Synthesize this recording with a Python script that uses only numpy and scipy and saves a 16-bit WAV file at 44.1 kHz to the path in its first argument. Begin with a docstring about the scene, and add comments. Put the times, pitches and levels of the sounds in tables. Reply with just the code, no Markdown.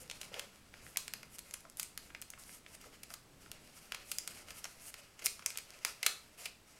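"""Close to one microphone in a small room, two hands fold a small sheet of stiff paper just above a table.
Ventilation hum, hiss and a thin whine (filtered noise) lie under it all; at first the sheet scuffs the
tabletop (ringing noise), with three fainter scuffs later. Fingers and layers rub with gritty hiss and tiny
ticks, and creases snap (millisecond slip bursts): crisp in the first two seconds, softer up to about four,
then harder, the hardest at 6.06 s. The room answers each sound with a short tail."""
import sys
import numpy as np
from scipy import signal
from scipy.fft import rfft, irfft
from scipy.io import wavfile
from scipy.ndimage import uniform_filter1d

SR = 44100
rng = np.random.default_rng(int(sys.argv[2]) if len(sys.argv) > 2 else 0)


def wrap_up_sound(samples):
    """Save the sound to the file named by the first command line argument, as 16-bit audio."""
    columns = np.atleast_2d(samples).T
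    # keep every value between -1 and 1, then stretch to whole-number steps
    tamed = np.clip(columns, -1, 1)
    steps = np.round(tamed * 32767).astype(np.int16)
    wavfile.write(sys.argv[1], SR, steps)


N = 299439
TOP_HZ = 16000  # upper limit of the recorder and of every resonance


def undb(db):
    """Decibels to gain."""
    return 10 ** (np.asarray(db) / 20)


def unit(x):
    """Scale to rms 1."""
    return x / np.sqrt(np.mean(x ** 2))


def colour(x, points):
    """Shape x with a spectrum of (frequency [Hz], level [dB]) points, joined over log frequency."""
    hz, db = np.transpose(points)
    f = np.maximum(np.fft.rfftfreq(len(x), 1 / SR), 1)
    gain = undb(np.interp(np.log(f), np.log(hz), db))
    return irfft(rfft(x) * gain, len(x))


def ring(x, hz, q):
    """A resonance with gain 1 at its centre."""
    b, a = signal.iirpeak(min(hz, TOP_HZ), max(q, 1), fs=SR)
    return signal.lfilter(b, a, x)


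def walk(rate):
    """Slow chance: `rate` random levels a second joined by ramps, rms 1."""
    size = max(int(SR / rate), 2)
    steps = np.repeat(rng.standard_normal(N // size + 1), size)
    return unit(uniform_filter1d(steps, size)[:N])


def slips(rate, spread_db):
    """Tiny stick-slip clicks at random moments, `rate` a second, a few much larger than the rest."""
    size = undb(spread_db * np.minimum(rng.exponential(size=N), 5))
    happens = rng.random(N) < rate / SR
    return unit(happens * size * rng.choice([-1, 1], N))


def even(x, smooth):
    """Spread a burst's energy more evenly over frequency, keeping its timing."""
    spectrum = rfft(x)
    power = uniform_filter1d(np.abs(spectrum) ** 2, size=9)
    floor = power.mean() / 20
    return irfft(spectrum / (power + floor) ** (smooth / 2), len(x))


# ventilation hum before its level below: (frequency [Hz], density [dB per Hz])
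HUM_SPECTRUM = [(20, -88.5), (60, -90.5), (130, -92), (220, -93), (330, -97), (600, -103), (1200, -112),
                (4000, -135)]
# the hum eases, swells slightly around the middle, then eases further: (time [s], level [dB])
HUM_EASING = [(0, 3), (1.203, 1), (3.8, 2), (5.5, -0.5), (6.8, -1.5)]
# microphone hiss: (frequency [Hz], density [dB per Hz])
HISS_SPECTRUM = [(300, -105), (1300, -103.5), (2500, -106), (5000, -109), (10000, -112), (13000, -116),
                 (16000, -122)]
# whine of the electronics: (frequency [Hz], half the bandwidth of each filter pass [Hz], rms level [dB])
WHINE_LINES = [(7840, 76, -81), (13450, 82, -89)]


def background(waver_db=1):
    """Broadband noise wavers as ventilation hum or stays steady as hiss; narrow noise bands whine."""
    hum_db = np.interp(np.arange(N) / SR, *np.transpose(HUM_EASING)) + waver_db * walk(rate=5.5)
    hum = colour(rng.standard_normal(N), HUM_SPECTRUM) * undb(hum_db)
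    hiss = colour(rng.standard_normal(N), HISS_SPECTRUM)
    whine = 0
    for hz, half_width, db in WHINE_LINES:
        q = hz / half_width / 2
        line = ring(ring(rng.standard_normal(N), hz, q), hz, q)
        whine = whine + undb(db) * unit(line)
    return (hum + hiss) * np.sqrt(SR / 2) + whine  # from density per Hz to sample level


# colour of the room's answer: (frequency [Hz], level [dB])
ROOM_COLOUR = [(150, 1), (500, 7), (700, -0.5), (1000, 5), (1500, -1.5), (2400, -2), (3200, -2), (4100, 4),
               (6000, -2), (9000, -1.5), (12000, -6.5), (15000, -5)]


def room(x, t60=0.33, tail_db=-8, early_db=-14, early_s=0.011, gap_s=0.0033, build_s=0.0051):
    """Quick scatter from hands and table, then the diffuse tail of the walls."""
    t = np.arange(SR // 2) / SR
    late = np.maximum(t - gap_s, 0)
    tail = rng.standard_normal(len(t)) * (1 - np.exp(-late / build_s)) * np.exp(-np.log(1000) * t / t60)
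    sparse = rng.standard_normal(len(t)) ** 3  # cubing leaves a few strong reflections
    early = sparse * (t > gap_s / 2) * np.exp(-t / early_s)
    response = (undb(tail_db) * unit(tail) + undb(early_db) * unit(early)) / np.sqrt(len(t))
    return colour(signal.fftconvolve(x, response), ROOM_COLOUR)[:N]


def echo(x, lag_s=0.016, hz=1950, db=-13):
    """One dull reflection from a nearby surface."""
    return undb(db) * np.pad(ring(x, hz, q=1.8), (int(lag_s * SR), 0))[:N]


# paper and fingertips drag on the table:
# (start time [s], length [s], resonance [Hz], level [dB], about 3 dB above the drag's rms)
TABLE_DRAGS = [(0.0, 0.07, 501, -61.5), (0.316, 0.012, 516, -51), (0.331, 0.026, 503, -61),
               (0.36, 0.029, 497, -50.5), (1.638, 0.038, 662, -60.5), (2.856, 0.027, 497, -57.5),
               (3.1, 0.03, 694, -60.5)]


def drags(q=8, upper_db=-8):
    """Stick-slip on the tabletop: noise through two resonances makes a dull, hollow scuff."""
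    t, out = np.arange(N) / SR, 0
    friction = rng.standard_normal(N)
    for s, length, hz, db in TABLE_DRAGS:
        stroke = np.sqrt(np.maximum(1 - (2 * (t - s) / length - 1) ** 2, 0))
        lower = unit(ring(ring(friction, hz, q / 2), hz, q))
        upper = unit(ring(ring(friction, 1.53 * hz, q), 1.53 * hz, q))
        scuff = unit(stroke * (lower + undb(upper_db) * upper))
        out = out + undb(db) * scuff * np.sqrt(length * SR / N / 2)
    return out


# edges of the sheet's four registers, thud, body, crack and fizz: (frequency [Hz])
REGISTER_EDGES = [350, 1050, 2900, 7200, 16000]


def register(x, index):
    """One of the sheet's four registers."""
    band = REGISTER_EDGES[index:index + 2]
    return signal.sosfilt(signal.butter(3, band, "bandpass", fs=SR, output="sos"), x)


# how well the sheet radiates: (frequency [Hz], level [dB])
SHEET_RADIATION = [(350, 2), (700, 8), (950, -3.5), (1350, 0.5), (1750, -1), (2400, 1.5), (3600, 2),
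                   (5000, 8.5), (7500, -2), (9400, -2.5), (12000, -3), (13200, -8.5), (15500, -12),
                   (16200, -19)]


def radiate(x):
    """The thin sheet sends some frequencies into the air better than others."""
    return colour(x, SHEET_RADIATION)


# the held sheet rustles faintly under the fingers, level at step 0: (time [s], level [dB])
GRIP_RUSTLE = [(0, -68.5), (.48, -68.5), (.64, -74), (1, -69.5), (1.7, -80), (2.05, -75.5), (2.63, -81),
               (3.05, -74), (3.25, -82), (3.7, -68.5), (4.7, -67), (5.15, -75), (5.45, -68), (6.18, -68.5),
               (6.33, -73.5), (6.62, -81), (6.79, -69.5)]
# a finger or a layer of paper slides: (start time [s], length [s], share of length spent speeding up,
# peak level at step 0 [dB], brightness [dB per step])
SLIDE_STROKES = [(0.0, 0.041, 0.13, -59.5, 10), (0.085, 0.16, 0.34, -63.5, 2),
                 (0.193, .12, 0.18, -61.5, 3.5), (0.312, 0.15, 0.26, -57, -6),
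                 (0.734, 0.12, 0.6, -68.5, -6), (0.805, 0.16, 0.39, -66, 7), (1.3, 0.07, 0.8, -62, 7.5),
                 (1.4, 0.24, 0.5, -66.5, 4), (1.769, 0.13, 0.13, -62, 9), (1.97, 0.12, 0.88, -67.5, 3),
                 (2.383, 0.14, .1, -63, 8), (2.431, 0.17, 0.68, -62, 8), (2.665, .11, 0.62, -61.5, 4),
                 (2.795, 0.12, 0.4, -63, 1), (2.905, 0.063, 0.64, -64, -2.5), (3.079, .08, 0.58, -64, 5),
                 (3.394, 0.13, 0.37, -66, 3), (3.5, 0.12, 0.36, -67.5, -10.5), (3.57, .15, .6, -66.5, 1),
                 (3.735, 0.2, 0.25, -64.5, 5), (3.908, 0.17, 0.56, -66, -6),
                 (4.031, 0.17, 0.81, -59.5, 9.5), (4.275, 0.18, 0.33, -59.5, 2),
                 (4.462, 0.084, .45, -60.5, 1), (4.533, 0.091, 0.48, -57, 7), (4.62, 0.2, 0.17, -65.5, 8),
                 (4.797, 0.11, 0.97, -57.5, 9.5), (4.967, 0.048, 0.61, -61, 1), (5.005, 0.13, .2, -66, -4),
                 (5.212, 0.028, 0.68, -55, -2), (5.238, 0.0273, 0.87, -40.5, 8.5),
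                 (5.45, 0.15, .08, -62.5, -5), (5.683, 0.099, .4, -67, -7), (5.821, .03, .7, -65.5, -2),
                 (5.844, 0.1, 0.17, -53, 2.5), (6.004, 0.057, 0.82, -61, -6), (6.037, 0.11, .17, -54, 4),
                 (6.372, .13, 0.25, -55, 2), (6.666, .09, 0.32, -64, 1)]
# grip brightness [dB per step]; how rounded a stroke's swell is (1 = a sine arch)
GRIP_BRIGHT_DB, STROKE_CURVE = -2, 0.93


def sliding(step):
    """Friction level, brightness weighted by `step`: below 0 for duller registers, above 0 for the fizz."""
    t = np.arange(N) / SR
    power = undb(np.interp(t, *np.transpose(GRIP_RUSTLE)) + step * GRIP_BRIGHT_DB) ** 2
    for s, length, share, db, bright_db in SLIDE_STROKES:
        span = (t > s) & (t < s + length)
        turn = np.clip(share, .02, .98)
        progress = np.interp((t[span] - s) / length, [0, turn, 1], [0, 1, 0])
        speed = np.sin(np.pi / 2 * progress)
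        power[span] += (undb(db + step * bright_db) * speed ** STROKE_CURVE) ** 2
    return np.sqrt(power)


# resonances of the folded panels under the fingers: (frequency [Hz])
PANEL_RESONANCES = [1300, 2100, 2900, 4800, 5700, 6900, 8600, 9600, 11500]


def rubbing(grit_db=-4, thud_db=-7, body_db=0.0, crack_db=0.5, fizz_db=-0.74,
            judder_db=2.0, panel_db=-6, shift_db=5):
    """Sliding hiss and catching fibres ring panels, each wandering in level on its own as the grip shifts."""
    body, crack, fizz = sliding(-0.47), sliding(0), sliding(0.75)
    friction = rng.standard_normal(N) + undb(grit_db) * slips(rate=800, spread_db=2.0)
    friction = friction * undb(judder_db * walk(rate=55))
    panels = 0
    for hz in PANEL_RESONANCES:
        shifting_db = panel_db + shift_db * np.tanh(walk(rate=7.8))
        panels = panels + undb(shifting_db) * ring(friction, hz, q=7.0)
    sheet = radiate(friction + panels)
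    gains = (undb(thud_db) * body, undb(body_db) * body, undb(crack_db) * crack, undb(fizz_db) * fizz)
    return sum(gain * unit(register(sheet, index)) for index, gain in enumerate(gains))


def crackle(rate=45, crackle_db=-8, ring_db=-2):
    """Single fibres let go with tiny ticks, louder where the paper is worked harder."""
    ticks = slips(rate, spread_db=5.5)
    panels = sum(2 * ring(ticks, hz, q=2.6) for hz in PANEL_RESONANCES)
    ticks = ticks + undb(ring_db) * panels
    ticks = radiate(sum(register(ticks, index) for index in range(1, 4)))  # no thud
    return unit(ticks) * undb(crackle_db) * sliding(0)


# the sheet buckles: (time [s], base level as rms over 1 ms [dB], brightness [dB]: added to the fizz and
# taken from thud and body, ring of the panel [Hz], ring level [dB], decay time constant [ms])
BUCKLES = [(0.032, -56, 6, 4600, 13, 3), (0.099, -35.5, -0.5, 4530, 37, 1.3),
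           (0.1125, -34.5, -0.5, 4600, 39, 1.5), (0.2142, -36, 1.5, 4240, 19, 3),
           (0.2314, -46.5, -5.5, 3990, -1, 1.4), (0.342, -41.5, -6, 3250, 7, 1.7),
           (0.3951, -34, 0, 2890, 6, 1.7), (0.74, -53.5, -11, 1820, -3, 1.4),
           (0.8656, -58, -14, 1750, 12, 1.6), (0.96, -47, -10.5, 2100, 24, 1.5),
           (0.9715, -25.5, 4.5, 4140, 11, 1.2), (1.08, -38, -0.5, 8160, 0, .9),
           (1.137, -34, 1, 11900, 4, 0.75), (1.2308, -46, -4, 2100, 0, 1.3),
           (1.3849, -45.5, 3.5, 7400, 2, 1.5), (1.391, -43, 5.5, 11000, 8, 1.3),
           (1.5103, -46.5, 2, 6560, 3, 0.8), (1.5388, -42, 8.5, 10300, 23, 0.33),
           (1.5411, -38.5, 0.5, 7070, 10, 1.5), (1.6065, -58, 5, 10870, 5, .6),
           (1.652, -60.5, -14, 1290, 19, 1.1), (1.699, -53, 8, 4950, 7, .8),
           (1.7715, -50, 10.5, 10600, 10, 0.9), (1.7972, -31.5, 4, 12900, -5, 2.2),
           (1.8305, -39.5, 8.5, 2180, 21, 0.87), (1.9764, -37, 2, 11400, 15, 0.9),
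           (2.103, -61.5, -15, 1690, 2, 2), (2.1486, -44.5, -9, 2300, 4, 1.3),
           (2.2167, -48, 11.5, 13000, -5, 0.6), (2.222, -42.5, 0.5, 2420, 0, 2.2),
           (2.3031, -46, 8.5, 5920, -2, 1), (2.3363, -53.5, -11.5, 2340, 10, .6),
           (2.377, -59.5, -10.5, 1200, 13, 3.2), (2.4933, -55.5, -10, 1940, 6, 1.5),
           (2.6634, -52.5, -9, 3340, 3, 1.4), (2.75, -54, 6, 8460, 3, .9), (2.8138, -52, 3, 5000, 0, 1.5),
           (2.841, -55, -7.5, 1280, 16, 2), (3.0333, -42.5, 3, 2200, 3, 3.2),
           (3.104, -57.5, -13.5, 1350, 18, 5.4), (3.1391, -39.5, 2, 1200, 8, 2.4),
           (3.461, -57.5, -10, 1400, 14, 2.2), (3.516, -40, 2, 2770, -1, 1),
           (3.9211, -34.5, -4.5, 3060, 0, 1.3), (3.9465, -36.5, -2.5, 2760, -9, 1.8),
           (4.1161, -31.5, 3.5, 2740, 1, 2.6), (4.185, -30.5, 7, 4400, 19, 0.72),
           (4.276, -35, 3, 8600, 1, 2), (4.485, -50, -4, 2890, -9, 2.2), (4.506, -41.5, -1, 5000, -2, 3),
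           (4.643, -34, 2, 5400, 22, 1.2), (4.6535, -40.5, -4, 603, 21, 1.9),
           (4.9416, -42, -1.5, 2600, -7, 1.3), (5.193, -45.5, -1, 6830, 3, 7.3),
           (5.2215, -49, -6, 2520, 5, 2.6), (5.2599, -26, 8, 4370, 9, 0.99),
           (5.266, -26.5, 1.5, 2270, 9, 1.2), (5.3933, -48.5, -5, 1130, 8, 2),
           (5.4238, -52, -6.5, 1560, 3, 3), (5.4615, -25.5, 5, 5800, 13, 0.95),
           (5.504, -40.5, 0, 2320, 7, 1.4), (5.5575, -50.5, -9, 3710, 7, 2.1),
           (5.574, -34.5, 5, 2380, 12, 1.2), (5.5851, -38.5, 0, 2100, 5, 2.6),
           (5.7416, -55.5, -6, 2600, 10, 1.7), (5.8495, -25, 0, 4730, -6, 0.78),
           (6.0298, -27.5, -1, 2180, 26, 2.7), (6.064, -17.5, 0.7, 4180, 11, 3.3),
           (6.457, -33.5, -1.5, 2440, 15, 4.1)]
# a longer avalanche also builds up more slowly: build-up time over decay time
BUILD_SHARE = 0.2
# every snap is a little stronger in the crack register [dB]
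SNAP_CRACK_DB = 1.76
# thud of a middling snap [dB], that snap's level [dB], and dB less thud per dB of level: hard snaps are drier
SNAP_THUD_DB, MIDDLING_DB, DRYING = -15, -38.5, 0.22


def snaps(ring_q=5, flutter_db=-21, flutter_ms=5, lead_ms=0.18):
    """A crease gives way in an avalanche of fibre slips that rings a panel; the sheet flutters briefly after."""
    size, lead = 2048, 400  # samples per burst, and those before the table's time
    out = np.zeros(N + 2 * size)
    ms = (np.arange(size) - lead) / SR * 1000
    after, before = np.maximum(ms + lead_ms, 0), np.minimum(ms + lead_ms, 0)
    for s, level_db, bright_db, hz, ring_db, decay_ms in BUCKLES:
        onset = np.exp(before / (BUILD_SHARE * decay_ms))
        flutter = undb(flutter_db) * np.exp(-after / flutter_ms)
        force = onset * (np.exp(-after / decay_ms) + flutter)
        fibre_slips = force * rng.choice([-1, 1], size)
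        burst = even(fibre_slips, smooth=.7) * np.sqrt(onset)
        burst = radiate(burst + undb(ring_db) * ring(burst, hz, ring_q))
        start = max(int(s * SR) - lead, 0)
        thud_db = SNAP_THUD_DB - DRYING * (level_db - MIDDLING_DB)
        register_db = (thud_db - bright_db, -bright_db, SNAP_CRACK_DB, bright_db)
        for index, db in enumerate(register_db):
            part = unit(register(burst, index)) * np.sqrt(SR / 1000 / size)  # rms 1 if packed into 1 ms
            out[start:start + size] += undb(level_db + db) * part
    return out[:N]


def scene():
    """The paper close to the microphone, its echo and room, and the background."""
    paper = snaps() + rubbing() + drags() + crackle()
    return (paper + echo(paper) + room(paper) + background())[None]


def record(dry):
    """The recorder cuts the top."""
    return signal.sosfilt(signal.ellip(10, .2, 70, TOP_HZ, fs=SR, output="sos"), dry)


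dry = scene()
out = record(dry)
wrap_up_sound(out)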